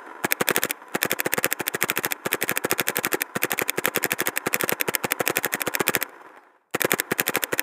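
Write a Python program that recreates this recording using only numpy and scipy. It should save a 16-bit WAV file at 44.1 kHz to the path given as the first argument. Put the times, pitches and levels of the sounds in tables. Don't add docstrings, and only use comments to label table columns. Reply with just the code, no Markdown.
import sys
import numpy as np
from scipy import signal
from scipy.fft import rfft, irfft, next_fast_len
from scipy.io import wavfile
from scipy.ndimage import map_coordinates

SR = 44100
rng = np.random.default_rng(int(sys.argv[2]) if len(sys.argv) > 2 else 0)


def wav_record(signal):
    frames = np.transpose(np.atleast_2d(signal))
    bounded = np.clip(frames, -1, 1)
    quanta = np.round(bounded * 32767).astype(np.int16)
    wavfile.write(sys.argv[1], SR, quanta)


N = 336257
T = np.arange(SR // 16) / SR

# hammer_s, block_shut_s, strength_db
CYCLES = [(0.245, 0.3233, 4), (0.4084, 0.4866, 4.5), (0.5043, 0.5633, 2.5), (0.575, 0.635, 0),
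          (0.6483, 0.7086, -2.5), (0.9499, 1.0299, 1.5), (1.0496, 1.115, 0), (1.125, 1.2033, -3),
          (1.26, 1.3359, 1.0), (1.379, 1.4442, 2), (1.4544, 1.5256, -1), (1.6024, 1.68, -0.5),
          (1.7457, 1.8256, 1.0), (1.836, 1.899, -1), (1.9081, 1.975, -4.5), (1.9846, 2.0474, -3.5),
          (2.0567, 2.122, -1.5), (2.2595, 2.3305, 0), (2.3405, 2.4254, -2), (2.433, 2.494, -2),
          (2.5102, 2.5743, -1.0), (2.646, 2.7136, 1.5), (2.7224, 2.7963, 0), (2.8042, 2.8842, -0.0),
          (2.894, 2.9681, -1.5), (2.983, 3.0477, -1), (3.0622, 3.132, -2), (3.141, 3.2187, -0.5),
          (3.3606, 3.4341, -0.0), (3.4433, 3.5166, -2), (3.5284, 3.5914, -3), (3.615, 3.6954, 1),
          (3.782, 3.8555, 1.5), (3.8744, 3.9612, -0.5), (3.9702, 4.0412, -0.5), (4.0505, 4.1185, -1.5),
          (4.1275, 4.2041, -3), (4.2121, 4.2725, -2.0), (4.281, 4.3747, -1), (4.466, 4.543, 2.5),
          (4.552, 4.611, -2.5), (4.634, 4.6936, 0.5), (4.7208, 4.8123, 1.5), (4.8843, 4.9517, 1.5),
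          (5.0435, 5.1203, 2.5), (5.203, 5.276, 2.5), (5.298, 5.3695, 1.5), (5.3798, 5.4463, -2),
          (5.456, 5.5377, -2.5), (5.5452, 5.617, -3), (5.6725, 5.752, 1.5), (5.8032, 5.881, 3.5),
          (5.8896, 5.9515, 1.5), (5.9612, 6.026, -1.5), (6.7463, 6.8166, 2.0), (6.845, 6.917, 3.5),
          (6.933, 6.9995, 1), (7.1157, 7.1974, 3), (7.2056, 7.28, -1), (7.29, 7.3555, -1.5),
          (7.366, 7.437, -0.5), (7.5295, 7.5943, 1.5)]
# frequency_hz, relative_density_db (per Hz)
GAS_COLOUR = [(60, -43), (300, -1), (620, 4.5), (1000, -1), (1400, 1.5), (1900, 3), (2450, -4.5),
              (3000, -12), (3600, -16), (4500, -24), (7000, -15), (14000, -29)]
# frequency_hz, relative_density_db (per Hz)
RATTLE_COLOUR = [(100, -32.5), (400, -7), (900, 2.5), (1700, -8), (2500, 4.5), (3600, -2), (4500, -5.5),
                 (5900, -6.5), (6900, 0.5), (9500, -2), (11000, -4.5), (14500, -5.5)]


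def amp(db):
    return 10 ** (np.asarray(db) / 20)


def unit(x):
    return x / np.sqrt(np.mean(x ** 2) + 1e-20)


def gain(points, size):
    hz, db = np.transpose(points)
    grid_hz = np.fft.rfftfreq(size, 1 / SR)
    return amp(np.interp(np.log(grid_hz + 1), np.log(hz), db))


def noise(colour, size):
    spectrum = gain(colour, size)
    phase = 2 * np.pi * rng.random(len(spectrum))
    return unit(irfft(spectrum * np.exp(1j * phase), size))


def coloured(x, colour):
    size = next_fast_len(N + SR)
    return irfft(rfft(x, size) * gain(colour, size), size)[:N]


def fade(t60, attack, hold=0):
    decay = np.exp(-np.log(1000) * np.maximum(T - hold, 0) / t60)
    return decay * (1 - np.exp(-T / attack))


def wobble(rate):
    knots = rng.standard_normal(int(N * rate / SR) + 4)
    return map_coordinates(knots, [np.arange(N) * rate / SR])


def add(track, s, sound):
    i = int(np.clip(round(s * SR), 0, N))
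    track[i:i + len(sound)] += sound[:N - i]


def burst(colour, db, t60, attack):
    return amp(db) * fade(t60, attack) * noise(colour, len(T))


def ring(modes, attack, scatter_db, detune, smear, hold=0):
    chance = rng.standard_normal((len(modes), 3))
    out = np.zeros(len(T))
    for k, ((hz, db, t60), (a, b, c)) in enumerate(zip(modes, chance)):
        level = (-1) ** k * amp(db + scatter_db * a)
        swing = np.sin(2 * np.pi * hz * (1 + detune * b) * T + smear * c)
        out += level * fade(t60, attack, hold) * swing
    return out


def outdoor_air():
    # frequency_hz, relative_density_db (per Hz)
    air_colour = [(40, -15.5), (200, -13), (450, 4), (1000, 2), (1900, -9.5), (3000, -29), (14000, -28)]
    return amp(-72.5) * noise(air_colour, N)


def motor_speed(t):
    off_s, on_s = 6.308, 6.75
    coast_s, spin_up_s = .45, 0.038
    idle_speed = .1
    coasting = np.clip(1 - (t - off_s) / coast_s, idle_speed, 1)
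    return 1 - (1 - coasting) * np.exp(-np.maximum(t - on_s, 0) / spin_up_s)


def hopper(tumble_rate, whirr_db, whine_db, tumble_db, flutter_db):
    # multiple_of_mesh, relative_level_db
    whine_partials = [(1, -10), (2, -25.5), (3, -31), (5, -34), (6, -30.5), (7, -35.5), (10, -36.5),
                      (12, -36.5)]
    # frequency_hz, relative_density_db (per Hz)
    shell_colour = [(60, -44), (170, -30.5), (300, -3), (450, -3.5), (650, -3), (1020, 1), (1220, -9),
                    (1450, -2), (1750, -7.5), (2200, -15.5), (3100, -24.5), (4500, -36.5), (9500, -35),
                    (15000, -44)]
    # frequency_hz, gain_db
    soft_ball = [(2000, -4.5), (4000, -8.5), (12000, -14)]
    # start_s, relative_level_db
    ball_bumps = [(.062, -30), (.83, -39), (6.09, -36), (6.262, -33.5), (6.37, -34.5), (6.56, -50),
                  (6.883, -31)]
    # time_s, relative_level_db
    level_course = [(0, -42), (.35, -44.5), (.8, -46), (3.3, -46.5), (4.4, -43.5), (5.9, -43), (6.27, -49),
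                    (7.62, -43.5)]
    full_mesh_hz = 1022
    speed_law = 1.83

    t = np.arange(N) / SR
    speed = motor_speed(t)
    level = amp(np.interp(t, *np.transpose(level_course))) * speed ** speed_law

    shake = 0.022 * wobble(30) + .018 * wobble(500)
    turn = 2 * np.pi * np.cumsum(full_mesh_hz * speed * (1 + shake)) / SR
    partials = sum(amp(k_db) * np.sin(k * turn) for k, k_db in whine_partials)
    whine = amp(3.4 * wobble(60)) * partials
    whirr = noise(shell_colour, N) * amp(flutter_db * wobble(70))

    touched = rng.random(N) < tumble_rate * speed / SR
    touches = touched * rng.standard_normal(N)
    jostle = fade(t60=.02, attack=0.00015) * rng.standard_normal(len(T))
    tumble = signal.fftconvolve(touches, jostle)[:N]
    tumble = unit(coloured(coloured(tumble, shell_colour), soft_ball))

    out = level * (amp(whirr_db) * whirr + amp(whine_db) * whine + amp(tumble_db) * tumble)
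    for s, bump_db in ball_bumps:
        add(out, s, burst(shell_colour, db=bump_db, t60=0.055, attack=0.0016))
    return out


def knock(db):
    # frequency_hz, relative_level_db, t60_s
    body_modes = [(297, -36, 0.074), (509, -28, 0.037), (821, -35, 0.01), (1230, -47.5, .016),
                  (1370, -29, 0.02), (1754, -13, 0.011), (2096, -14.5, 0.0091), (2398, -11, 0.0075)]
    return amp(db) * ring(body_modes, attack=0.00019, scatter_db=2.0, detune=0.0054, smear=0.65)


def shots():
    # frequency_hz, relative_level_db, t60_s
    barrel_modes = [(123, -27, 0.04), (211.6, -20.5, 0.026), (293, -28.5, 0.06), (369, -14, 0.021),
                    (504.5, -14.5, 0.029), (733, -26, 0.021), (844, -25.5, 0.037), (1188, -22, 0.011),
                    (1357, -24, 0.033), (1665, -24, 0.06), (1890, -22.5, 0.013)]
    # frequency_hz, relative_density_db (per Hz)
    sear_colour = [(100, -27.5), (500, -29.5), (750, 7), (1000, -17), (1400, 10), (2000, -7), (3000, -4.5),
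                   (4600, -21.5), (7000, -11), (9700, -17.5), (14500, -14)]
    out = np.zeros(N)
    for s, _, strength_db in CYCLES:
        pop = amp(-0.28 + 0.99 * strength_db)
        hammer = amp(-0.8 + 0.96 * strength_db)

        slide = burst(RATTLE_COLOUR, db=-42 + rng.normal(0, 3), t60=.025, attack=.003)
        add(out, s - .015 + rng.normal(0, .003), slide)
        add(out, s - .0072, burst(sear_colour, db=-19.5, t60=0.015, attack=0.00062))
        blow = burst(RATTLE_COLOUR, db=-9.5, t60=0.0053, attack=0.00059) + knock(db=-9)
        add(out, s, hammer * blow)

        barrel = ring(barrel_modes, attack=0.00086, scatter_db=2.27, detune=0.0038, smear=0.1, hold=0.007)
        add(out, s, pop * amp(-8.5) * barrel)
        add(out, s, pop * burst(GAS_COLOUR, db=-10.5, t60=0.041, attack=0.0069))
        add(out, s + .0048, pop * burst(RATTLE_COLOUR, db=-27.5, t60=0.0052, attack=.0008))

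        rear_stop = burst(RATTLE_COLOUR, db=-19.5, t60=0.02, attack=0.0009) + knock(db=-24.0)
        add(out, s + 0.0075, hammer * rear_stop)
    return out


def field(dry, scatter_db, wall_db, wall_delay):
    # frequency_hz, relative_level_db
    tree_colour = [(80, -28), (200, -13.5), (400, -8.5), (1000, 0.5), (1500, -5), (2200, -12),
                   (3200, -18.5), (6000, -23.5), (15000, -30.5)]
    # delay_s, relative_level_db
    echo_strength = [(0, 10), (.03, 5.5), (.1, 1), (.3, -6), (.45, -12.5), (.6, -16), (.9, -54.5)]
    out, t = np.zeros(N), np.arange(SR) / SR
    spread = amp(np.interp(t, *np.transpose(echo_strength)))
    step = SR // 4
    for i in range(0, N, step):
        tail = noise(tree_colour, SR) * spread
        tail = tail / np.linalg.norm(tail)
        add(out, i / SR, amp(scatter_db) * signal.fftconvolve(dry[i:i + step], tail))
    add(out, wall_delay, amp(wall_db) * coloured(dry, tree_colour))
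    return out


def clink(db):
    # frequency_hz, relative_level_db, t60_s
    block_modes = [(2722, -21, 0.0094), (3430, -13.5, 0.006), (5320, -11.5, 0.0039), (6180, -16.5, 0.0055),
                   (7226, -13.5, 0.0047), (8130, -21, 0.01), (9610, -8, 0.0035), (11030, -18.5, 0.0057),
                   (12330, -8.5, 0.0056), (13760, -9, 0.006), (14750, -21, 0.0057)]
    return amp(db) * ring(block_modes, attack=0.00064, scatter_db=0.96, detune=0.0033, smear=0.83)


def closes():
    out = np.zeros(N)
    for _, s, strength_db in CYCLES:
        body_db = 1.66 + .83 * strength_db
        treble_db = 1.03 + 0.68 * strength_db

        slide = burst(RATTLE_COLOUR, db=-37 + rng.normal(0, 3), t60=.03, attack=.003)
        add(out, s - .021 + rng.normal(0, .003), slide)
        valve_s = s - .0128
        valve_tick = burst(RATTLE_COLOUR, db=-25.5, t60=0.024, attack=0.0002) + knock(db=-12.5)
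        add(out, valve_s, valve_tick)
        add(out, valve_s, burst(GAS_COLOUR, db=-27, t60=0.076, attack=0.0013))

        add(out, s, knock(db=body_db + 1.0) + clink(db=treble_db + 3.5))
        add(out, s, amp(treble_db) * burst(RATTLE_COLOUR, db=-11.5, t60=0.0095, attack=0.0005))
        rebound = burst(RATTLE_COLOUR, db=-27.5, t60=0.0073, attack=0.00017) + knock(db=-19.5)
        add(out, s + 0.0075, rebound)
    return out


def ticks():
    # start_s, relative_level_db
    tick_times = [(0.883, -28), (0.922, -31), (6.0937, -29), (6.2168, -36), (6.3727, -36), (6.7072, -42.5)]
    out = np.zeros(N)
    for s, db in tick_times:
        add(out, s, amp(db) * burst(RATTLE_COLOUR, db=-14, t60=0.012, attack=.0003))
    return out


def scene():
    feed = hopper(tumble_rate=110, whirr_db=-2.5, whine_db=1, tumble_db=-2.5, flutter_db=1.5)
    marker = shots() + closes() + ticks()
    echo = field(marker, scatter_db=-28.5, wall_db=-23.5, wall_delay=0.41)
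    return (marker + feed + echo + outdoor_air())[None]


def record(dry):
    # centre_hz, width_hz, gain_db
    housing_dips = [(631, 66, -5.5), (2880, 130, -5), (4450, 180, -3.5), (5890, 390, -5)]
    low_cut_hz, top_hz = 70, 15400
    for hz, width_hz, db in housing_dips:
        band = signal.lfilter(*signal.iirpeak(hz, hz / width_hz, fs=SR), dry)
        dry = dry + (amp(db) - 1) * band
    low_cut = signal.butter(2, low_cut_hz, "highpass", fs=SR, output="sos")
    dry = signal.sosfilt(low_cut, dry)
    rounded = dry / (1 + np.abs(dry / .9) ** 6) ** (1 / 6)
    band_limit = signal.ellip(8, .05, 60, top_hz, fs=SR, output="sos")
    return signal.sosfiltfilt(band_limit, rounded)


dry = scene()
out = record(dry)
wav_record(out)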